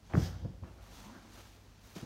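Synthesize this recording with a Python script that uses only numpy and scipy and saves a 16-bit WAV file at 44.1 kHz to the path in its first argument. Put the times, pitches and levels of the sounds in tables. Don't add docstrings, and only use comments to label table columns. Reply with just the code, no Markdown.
import sys
import numpy as np
from scipy import signal
from scipy.fft import rfft, irfft
from scipy.io import wavfile
from scipy.ndimage import uniform_filter1d

SR = 44100
rng = np.random.default_rng(int(sys.argv[2]) if len(sys.argv) > 2 else 0)


def wav_out(sig):
    wavfile.write(sys.argv[1], SR, np.round(np.clip(np.atleast_2d(sig).T, -1, 1) * 32767).astype(np.int16))


N = 90404
T = np.arange(N) / SR

# frequency in Hz, level in dB.
RUB_SPECTRUM = [(20, -26), (80, 5), (160, 7.5), (300, 8.5), (450, 1), (720, 2.5), (1400, -5), (1900, -10),
                (2600, -12.5), (5000, -27), (16000, -49)]


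def amp(db):
    return 10 ** (np.asarray(db) / 20)


def unit(x):
    return x / np.sqrt(np.mean(x ** 2) + 1e-20)


def interp_log(points, hz):
    f, value = np.transpose(points)
    return np.interp(np.log(hz + 1), np.log(f + 1), value)


def colour(x, spectrum, peak_hz=1000, peak_db=0, width_oct=0.3):
    hz = np.fft.rfftfreq(N, 1 / SR)
    resonance_db = peak_db * np.exp(-0.5 * (np.log2((hz + 1) / peak_hz) / width_oct) ** 2)
    return unit(irfft(rfft(x) * amp(interp_log(spectrum, hz) + resonance_db), N))


def resonate(x, hz, width_hz):
    carrier = np.exp(2j * np.pi * np.cumsum(hz) / SR)
    pole = np.exp(-np.pi * width_hz / SR)
    return unit((carrier * signal.lfilter([1], [1, -2 * pole, pole * pole], x / carrier)).real)


def smooth_noise(first_samples, second_samples):
    return unit(uniform_filter1d(uniform_filter1d(rng.standard_normal(N), first_samples), second_samples))


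def stroke(peak_s, rise_s, hold_s, fall_s, db):
    rise = np.minimum(T - peak_s, 0) / rise_s
    fall = np.maximum(T - peak_s - hold_s, 0) / fall_s
    return amp(db) * np.exp(-0.5 * rise ** 2 - fall)


def friction(grit, flutter_db):
    creases_per_s, spread_db = 1300, 1.5
    creases = rng.standard_normal(N) * amp(spread_db * np.minimum(rng.exponential(1, N), 4))
    creases *= rng.random(N) < creases_per_s / SR
    flutter = amp(flutter_db * smooth_noise(300, 200))
    return (rng.standard_normal(N) + grit * unit(creases)) * flutter


def room(x, early_db, tail_db, early_decay_s):
    # frequency in Hz, T60 in seconds.
    decay = [(60, 0.61), (200, 1.14), (500, 1.16), (1300, 0.82), (3000, 1.02), (6000, 0.69), (16000, 0.5)]
    taps = rng.choice([-1., 1.], (2, N)) * (rng.random((2, N)) < 1 / 12) * (T > 0.006)
    hz, t, bins = signal.stft(taps[0], SR, nperseg=256)
    bins = bins * amp(-60 * t / interp_log(decay, hz)[:, None])
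    tail = signal.istft(bins, SR, nperseg=256)[1][:N] * np.minimum(T / 0.064, 1)
    early = taps[1] * np.exp(-T / early_decay_s)
    echo = amp(tail_db) * tail / np.linalg.norm(tail) + amp(early_db) * early / np.linalg.norm(early)
    return x + signal.fftconvolve(x, echo)[:N]


def background():
    # frequency in Hz, level in dB.
    air_spectrum = [(20, -29), (35, -2), (48, 16), (70, 2.5), (120, -4.5), (200, -2), (350, -10.5),
                    (800, -14.5), (2000, -23), (6000, -25.5), (9000, -33.5), (16000, -36)]
    air_db, hum_db, hum_hz = -58.5, -63.5, 99.5
    waver = unit(sum(np.sin(2 * np.pi * (hz * T + rng.random())) for hz in np.geomspace(0.4, 4, 10)))
    hum = amp(hum_db + 0.64 * waver) * np.sqrt(2) * np.sin(2 * np.pi * hum_hz * T)
    return amp(air_db) * colour(rng.standard_normal(N), air_spectrum) + hum


def slides():
    # peak time, rise, hold and fall in seconds, level in dB, sheen in dB.
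    strokes = [(0.085, 0.036, 0.042, 0.027, -65, -6), (0.706, 0.064, 0.085, 0.035, -70.5, 0.5),
               (0.829, 0.016, 0.14, 0.028, -63, 1), (0.962, 0.04, 0.085, 0.072, -58, 0),
               (1.185, 0.12, 0.27, 0.066, -64.5, -2.5), (1.375, 0.044, 0.019, 0.069, -58, 1.5),
               (1.498, 0.037, 0.043, 0.094, -64.5, 2.5), (1.692, 0.055, 0.11, 0.093, -69.5, -4),
               (1.879, 0.044, 0.047, 0.043, -61, 3.5), (1.959, 0.0063, 0.0098, 0.07, -51.5, -1.5)]
    # frequency in Hz, level in dB.
    spectrum = [(60, -7), (250, 5), (600, 3.5), (1200, 4.5), (2200, 1), (4200, 1), (5200, -1.5), (6100, 1),
                (7000, -3.5), (8200, -8.5), (9500, -7.5), (10400, -13), (11500, -8.5), (14000, -12.5),
                (16000, -12.5)]
    out = np.zeros(N)
    for *shape, sheen_db in strokes:
        hiss = friction(grit=0.57, flutter_db=1.0)
        out += colour(hiss, spectrum, peak_hz=13400, peak_db=sheen_db, width_oct=0.55) * stroke(*shape)
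    return room(out, early_db=-18, tail_db=-12, early_decay_s=0.044)


def rubs():
    # peak time, rise, hold and fall in seconds, level in dB, squeak in Hz.
    strokes = [(0.1, 0.0018, 0.046, 0.027, -48.5, 940), (0.635, 0.0028, 0.021, 0.055, -56, 1210),
               (0.874, 0.11, 0.016, 0.051, -63, 1230), (1.258, 0.09, 0.026, 0.02, -62.5, 1300),
               (1.361, 0.007, 0.034, 0.012, -58, 744), (1.863, 0.0057, 0.0056, 0.013, -62.5, 700),
               (1.961, 0.0016, 0.021, 0.052, -55, 1090)]
    out = np.zeros(N)
    for *shape, squeak_hz in strokes:
        grain = friction(grit=1.0, flutter_db=3.0)
        out += colour(grain, RUB_SPECTRUM, squeak_hz, peak_db=3.5, width_oct=0.25) * stroke(*shape)
    return room(out, early_db=-4, tail_db=-10.5, early_decay_s=0.015)


def snaps():
    # start in seconds, pitch in Hz, level in dB.
    clicks = [(0.1362, 1800, -32.5), (0.1374, 680, -33), (0.1478, 1090, -42), (0.1525, 1280, -25.5),
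              (0.1724, 730, -31.5), (0.4480, 610, -49.5), (0.6360, 890, -43), (0.645, 1640, -49)]
    rise_cycles = 0.79
    out = np.zeros(N)
    for start_s, hz, db in clicks:
        age = np.maximum(T - start_s, 0) * hz / rise_cycles
        tone = np.sin(2 * np.pi * hz * (T - start_s))
        grit = 0.33 * smooth_noise(13, 9)
        out += amp(db) * (tone + grit) * (age * np.exp(1 - age)) ** 2
    return room(out, early_db=-9.5, tail_db=-12.5, early_decay_s=0.06)


def thumps():
    # peak time in seconds, pitch in Hz, level in dB, width in seconds, relative scuff in dB.
    blows = [(0.1451, 107, -24.5, 0.0037, -4), (0.1697, 105, -25, 0.005, -7.5),
             (0.1804, 140.2, -17, 0.00528, -14), (0.218, 84, -31, 0.0072, -12),
             (0.4330, 83, -39.5, 0.007, -11.5), (0.4539, 126.6, -31.5, 0.00735, -8),
             (0.6271, 95.5, -36, 0.0041, -10), (1.966, 165, -40, 0.0052, -2.5),
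             (2.0337, 126, -38.5, 0.0085, -3)]
    # frequency in Hz, level in dB.
    scuff_spectrum = [(40, -3), (90, -13), (180, 1.5), (240, 0.5), (330, -3), (420, -13), (520, -10.5),
                      (800, -20.5), (1500, -33), (4000, -58), (16000, -93)]
    # frequency in Hz, level relative to the blow in dB, T60 in seconds.
    boom_modes = [(59, -26.5, 1.48), (90.3, -16.5, 1.0), (140, -19, 0.3), (184.5, -17, 0.28),
                  (253.7, -29, 0.26), (333, -29.5, 0.37), (524, -42, .5)]
    scuff_rise_s, scuff_fall_s = 0.0044, 0.023
    impacts, booms = np.zeros(N), np.zeros(N)
    for peak_s, hz, db, width_s, scuff_db in blows:
        push = np.cos(2 * np.pi * hz * (T - peak_s)) * np.exp(-0.5 * ((T - peak_s) / width_s) ** 2)
        age_s = np.maximum(T - peak_s + width_s, 0)
        scuff = colour(rng.standard_normal(N), scuff_spectrum)
        scuff *= np.minimum(age_s / scuff_rise_s, 1) * np.exp(-age_s / scuff_fall_s)
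        impacts += amp(db) * (push + amp(scuff_db) * scuff)
        onset = np.minimum(age_s / width_s / 2, 1)
        for mode_hz, mode_db, t60_s in boom_modes:
            ring = np.sin(2 * np.pi * (mode_hz * age_s + rng.random()))
            booms += amp(db + mode_db - 60 * age_s / t60_s) * onset * ring
    return room(impacts, early_db=-10, tail_db=-17, early_decay_s=0.039) + booms


def sweeps():
    # peak time, rise, hold and fall in seconds, level in dB, ring in Hz, ring boost in dB.
    strokes = [(0.194, 0.031, 0.049, 0.029, -50.5, 6500, 4.5),
               (0.247, 0.025, 0.023, 0.033, -51.5, 5100, 6.5)]
    # frequency in Hz, level in dB.
    spectrum = [(100, 0), (750, 8.5), (1100, -7), (1600, 2), (2500, -3.5), (3300, 1.5), (3900, -5.5),
                (4700, -2), (5800, -1.5), (7000, -9), (8700, -12.5), (10500, -16.5), (12500, -10.5),
                (13700, -11), (14600, -15), (16000, -16)]
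    out = np.zeros(N)
    for *shape, ring_hz, ring_db in strokes:
        hiss = friction(grit=0.42, flutter_db=0.5)
        out += colour(hiss, spectrum, ring_hz, ring_db, width_oct=0.41) * stroke(*shape)
    return room(out, early_db=-7, tail_db=-11, early_decay_s=0.024)


def pull():
    # time in seconds, level in dB, hollow resonance in Hz, squeak in Hz.
    drag = [(0.898, -68, 192, 774), (1.015, -60.5, 212, 890), (1.06, -59.5, 192, 990),
            (1.10, -54, 213, 1120), (1.13, -57, 242, 1240), (1.147, -59, 273, 1530),
            (1.165, -52.5, 285, 1500), (1.189, -64.5, 298, 1560), (1.25, -74, 290, 1580)]
    times_s, *columns = np.transpose(drag)
    db, hollow_hz, squeak_hz = (np.interp(T, times_s, column) for column in columns)
    drive = friction(grit=0.57, flutter_db=2.5)
    hollow = resonate(drive, hollow_hz, width_hz=65)
    squeak = amp(-5) * resonate(drive, squeak_hz, width_hz=410)
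    rustle = amp(-2.5) * colour(friction(grit=0.32, flutter_db=2.5), RUB_SPECTRUM)
    envelope = amp(db) * (T > times_s[0]) * (T < times_s[-1])
    return room((hollow + squeak + rustle) * envelope, early_db=-13.5, tail_db=-11, early_decay_s=0.027)


def scene():
    return (thumps() + snaps() + sweeps() + slides() + rubs() + pull() + background())[None]


def record(dry):
    highpass = signal.butter(4, 34, "highpass", fs=SR, output="sos")
    lowpass = signal.firwin(767, 15850, window=("kaiser", 9), fs=SR)
    return signal.oaconvolve(signal.sosfilt(highpass, dry), lowpass[None], "same")


dry = scene()
out = record(dry)
wav_out(out)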